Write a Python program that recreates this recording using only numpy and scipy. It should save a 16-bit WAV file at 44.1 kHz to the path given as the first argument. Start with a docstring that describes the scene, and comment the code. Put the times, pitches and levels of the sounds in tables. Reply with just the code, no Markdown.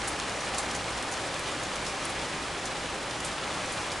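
"""Rain over town roofs

Steady rain, with the microphone at a high window. Far off, countless drops merge into a wash over a low
town rumble; nearer, they patter on tiles and set a sheet-metal roof ringing faintly, with a few heavy
drips. Now and then a drop bursts on the ledge close by: a tick and a short bright spray.
The house walls give back a short echo of the patter and the splashes."""
import sys
import numpy as np
from scipy import signal
from scipy.fft import rfft, irfft
from scipy.io import wavfile
from scipy.ndimage import uniform_filter1d

SR = 44100
rng = np.random.default_rng(int(sys.argv[2]) if len(sys.argv) > 2 else 0)


def generate_wav(sig):
    """Save sig (samples, or channels by samples) to the path in sys.argv[1] as 16-bit PCM at SR."""
    pcm = np.round(np.clip(np.atleast_2d(sig).T, -1, 1) * 32767).astype(np.int16)
    wavfile.write(sys.argv[1], SR, pcm)


N = 176400

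# Tone of the far rain at the window. Each row: frequency in Hz, relative level in dB.
WASH_SPECTRUM = [(20, -12), (45, -9), (100, -3), (150, -2), (230, -4.5), (320, -1.5), (460, -4), (530, 0),
                 (680, -3), (790, -1.5), (930, -3.5), (1230, -2.5), (1420, -5), (1800, -6), (3700, -11.5),
                 (7100, -16), (9200, -19), (11000, -24.5)]
# Slight swells and lulls of the rain over the roofs. Each row: time in seconds, gain in dB.
RAIN_STRENGTH = [(0, 0.46), (.6, 0.47), (.9, 0), (1.2, 0.44), (1.8, 0.1), (2.2, 0.66), (2.7, -.5),
                 (3.15, -0.74), (3.7, 0.6), (4, -0.6)]
# Tone of the nearby tiles. Each row: frequency in Hz, relative gain in dB.
TILE_SPECTRUM = [(100, -23), (500, -2.5), (1200, -1), (2600, 0.5), (5000, -8), (8000, -14.5),
                 (11000, -11.5)]
# Drops on the ledge by the microphone. Each row: start in seconds, tick level in dB, spray level in dB,
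# spray decay time in seconds, pitch in Hz.
LEDGE_DROPS = [(.017, -33, -51, .008, 3000), (.074, -34, -33, .012, 8000),
               (0.0806, -31, -31.5, 0.013, 10000), (.1990, -30.5, -43, .014, 3600),
               (.295, -36.5, -48, .008, 5000), (.405, -44, -40, .02, 6000), (.546, -35, -37.5, 0.013, 6000),
               (.579, -38, -38, .012, 9000), (.5830, -31, -30.5, 0.017, 7500),
               (0.661, -43, -50, .006, 6500), (.711, -39, -39, .01, 5500),
               (0.7494, -34, -36.5, 0.017, 6460), (.762, -36, -46, .008, 6000),
               (0.977, -38, -48, .008, 7000), (1.025, -35.5, -43, .008, 7000),
               (1.114, -35, -42, .016, 10400), (1.121, -38, -37, .022, 6450), (1.343, -38, -48, .008, 6000),
               (1.394, -34.5, -45, .006, 8500), (1.633, -40, -40.5, .015, 6500),
               (1.757, -40, -39.5, 0.013, 6000), (1.851, -41, -46, .02, 6000),
               (1.864, -39, -37.5, 0.033, 5200), (2.0522, -30.5, -34, .01, 9100),
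               (2.096, -38, -39.5, .016, 9500), (2.655, -35, -37, .02, 6200),
               (3.11, -34.5, -44, .008, 3500), (3.203, -36.5, -40, .008, 6500),
               (3.247, -31.5, -34, 0.024, 8300), (3.659, -40, -44, .01, 6000),
               (3.720, -41, -39.5, 0.027, 9600), (3.917, -37, -39, 0.02, 5000)]
# Modes of the metal roof. Each row: frequency in Hz, relative level in dB, seconds to fall 60 dB.
ROOF_MODES = [(419.6, -11.5, .45), (530, -7, 0.23), (779, -5.5, 0.3), (813.5, -3.5, 0.13), (1003, -9, .14),
              (1243, -13, 0.12)]
# Heavy drips on that roof. Each row: start in seconds, gain on the modes in dB.
ROOF_DRIPS = [(.015, -38.5), (.27, -48), (.54, -34), (.752, -35), (2.10, -41), (2.725, -35.5), (2.93, -32)]
# Echo between the houses. Each row: frequency in Hz, seconds to fall 60 dB.
WALL_DECAY = [(200, 0.18), (2000, 0.34), (10000, .1)]
# Stereo spread at the window. 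Each row: frequency in Hz, gain of side against mid in dB.
STEREO_WIDTH = [(60, -24), (200, -17.5), (600, -15.5), (1900, -13), (6000, -10.5), (11000, -8)]


def far_rain(level_db=-34, patch_db=.5, flicker_db=.81):
    """Countless distant drops merge into a hiss, with drifting patches and quick flicker in the treble."""
    hz, t, spectrum = signal.stft(rng.standard_normal((2, N)), SR, nperseg=512, noverlap=384)
    patches = uniform_filter1d(rng.standard_normal(spectrum.shape[1:]), size=4, axis=0)
    patches = unit(uniform_filter1d(patches, size=12, axis=1))
    flicker = unit(uniform_filter1d(rng.standard_normal(len(t)), size=6)) * np.sqrt(hz / 5000)[:, None]
    spectrum *= amp(patch_db * patches + flicker_db * flicker)
    hiss = signal.istft(spectrum, SR, nperseg=512, noverlap=384)[1][:, :N]
    return amp(level_db) * unit(stereo(*colour(hiss, WASH_SPECTRUM)))


def tile_patter(per_s=1100, spots=24, decay_cycles=.75, level_db=-42.5, echo_db=-2.5):
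    """Drops on nearby tiles: each spot answers with a dead tick of its own pitch."""
    t, ticks = np.arange(512) / SR, np.zeros((2, N))
    for hz in np.geomspace(700, 9000, spots):
        tick = np.exp(-t * hz / decay_cycles) * np.sin(2 * np.pi * hz * t) * hz
        ticks += signal.oaconvolve(impacts(per_s / spots, spread_db=4.5), tick[None], axes=1)[:, :N]
    direct = stereo(*colour(ticks, TILE_SPECTRUM))
    return amp(level_db) * unit(direct + amp(echo_db) * wall_echo(direct))


def ledge_splash(tick_db, spray_db, decay_s, hz, tick_s=.0016, rise_s=.00057, width=.3, size=6000):
    """A drop bursts close up: a wet tick, then a dying, faintly pitched spray over the ledge's knock."""
    t = np.arange(size) / SR
    grains = rng.standard_normal((2, size)) * amp(-1.5 * np.minimum(rng.exponential(1, size), 4))
    tick_env = amp(tick_db) * np.sqrt(t / tick_s) * np.exp(1 - t / tick_s)
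    spray_env = amp(spray_db) * (1 - np.exp(-t / rise_s)) * np.exp(-t / decay_s)
    droplets = band(grains, hz, octaves=.88)
    ring = amp(-4.5) * band(rng.standard_normal((2, size)), hz, octaves=.065)
    knock = amp(-8.5) * band(grains, hz=930, octaves=.43)
    mid, side = droplets * np.hypot(tick_env, spray_env) + (ring + knock) * spray_env
    return np.array([mid + width * side, mid - width * side])


def metal_roof(murmur_db=-50.5, drip_detune=.01):
    """Rain keeps the modes of a sheet-metal roof ringing faintly; a few heavy drips stand out."""
    t = np.arange(SR // 2) / SR
    murmur, drips = np.zeros((2, N)), np.zeros((2, N))
    for hz, mode_db, t60 in ROOF_MODES:
        fade = amp(mode_db) * np.exp(-np.log(1000) * t / t60)
        ring = fade * np.sin(2 * np.pi * hz * t)
        murmur += signal.oaconvolve(impacts(per_s=40, spread_db=2.5), ring[None], axes=1)[:, :N]
        for start, drip_db in ROOF_DRIPS:
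            drip_hz = hz * (1 + drip_detune * rng.uniform(-1, 1))
            add(drips, start, amp(drip_db) * fade * np.sin(2 * np.pi * drip_hz * t)[None])
    return amp(murmur_db) * unit(stereo(*murmur)) + drips


def wall_echo(sound, size=16384):
    """The house walls return a short diffuse echo, the high treble dying first."""
    hz, t, spectrum = signal.stft(rng.standard_normal((2, size)), SR, nperseg=256)
    fade = amp(-60 * t / read(WALL_DECAY, hz)[:, None])
    tail = signal.istft(spectrum * fade, SR, nperseg=256)[1]
    tail /= np.linalg.norm(tail[0])
    return stereo(*signal.fftconvolve(sound.mean(0)[None], tail, axes=1)[:, :N])


def town_rumble(level_db=-53):
    """The low drone of the town below the window."""
    return amp(level_db) * stereo(*band(rng.standard_normal((2, N)), hz=57, octaves=.1))


def impacts(per_s, spread_db):
    """Random drop hits, many small and few large, each from its own direction, as mid and side."""
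    hits = (rng.random(N) < per_s / SR) * rng.choice([-1, 1], N)
    mid = hits * amp(spread_db * np.minimum(rng.exponential(1, N), 4.5))
    side = mid * rng.uniform(-1, 1, N) * np.sqrt(3)  # same power as the mid
    return np.array([mid, side])


def stereo(mid, side):
    """Mid and side to left and right: bass near the centre, treble wider."""
    side = colour(side, STEREO_WIDTH)
    return np.array([mid + side, mid - side])


def amp(db):
    """Decibels to gain."""
    return 10 ** (np.asarray(db) / 20)


def unit(x):
    """Scales to rms 1."""
    return x / np.sqrt(np.mean(x ** 2) + 1e-20)


def read(points, hz):
    """Reads a table on a log-frequency axis."""
    f, value = np.transpose(points)
    return np.interp(np.log(hz + 1), np.log(f + 1), value)


def add(mix, start, sound):
    """Mixes a sound in at a start time in seconds."""
    part = mix[:, max(round(start * SR), 0):][:, :sound.shape[1]]
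    part += sound[:, :part.shape[1]]


def colour(x, points):
    """Filters by a table of dB over frequency."""
    return irfft(rfft(x) * amp(read(points, np.fft.rfftfreq(N, 1 / SR))), N)


def band(x, hz, octaves):
    """A bell-shaped band around hz, at rms 1."""
    f = np.fft.rfftfreq(x.shape[-1], 1 / SR)
    bell = np.exp(-.5 * (np.log2((f + 1) / hz) / octaves) ** 2)
    return unit(irfft(rfft(x) * bell, x.shape[-1]))


def scene(splash_echo_db=-12.5):
    """At the window: rain on roofs far and near, splashes close up, the town behind."""
    splashes = np.zeros((2, N))
    for start, *drop in LEDGE_DROPS:
        add(splashes, start, ledge_splash(*drop))
    strength = amp(np.interp(np.arange(N) / SR, *np.transpose(RAIN_STRENGTH)))
    rain = strength * (far_rain() + tile_patter() + metal_roof())
    return rain + splashes + amp(splash_echo_db) * wall_echo(splashes) + town_rumble()


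def record(dry):
    """The recorder cuts off the treble above about 11 kHz."""
    lowpass = signal.firwin(601, cutoff=11120, window=("kaiser", 9), fs=SR)
    return signal.oaconvolve(dry, lowpass[None], "same")


dry = scene()
out = record(dry)
generate_wav(out)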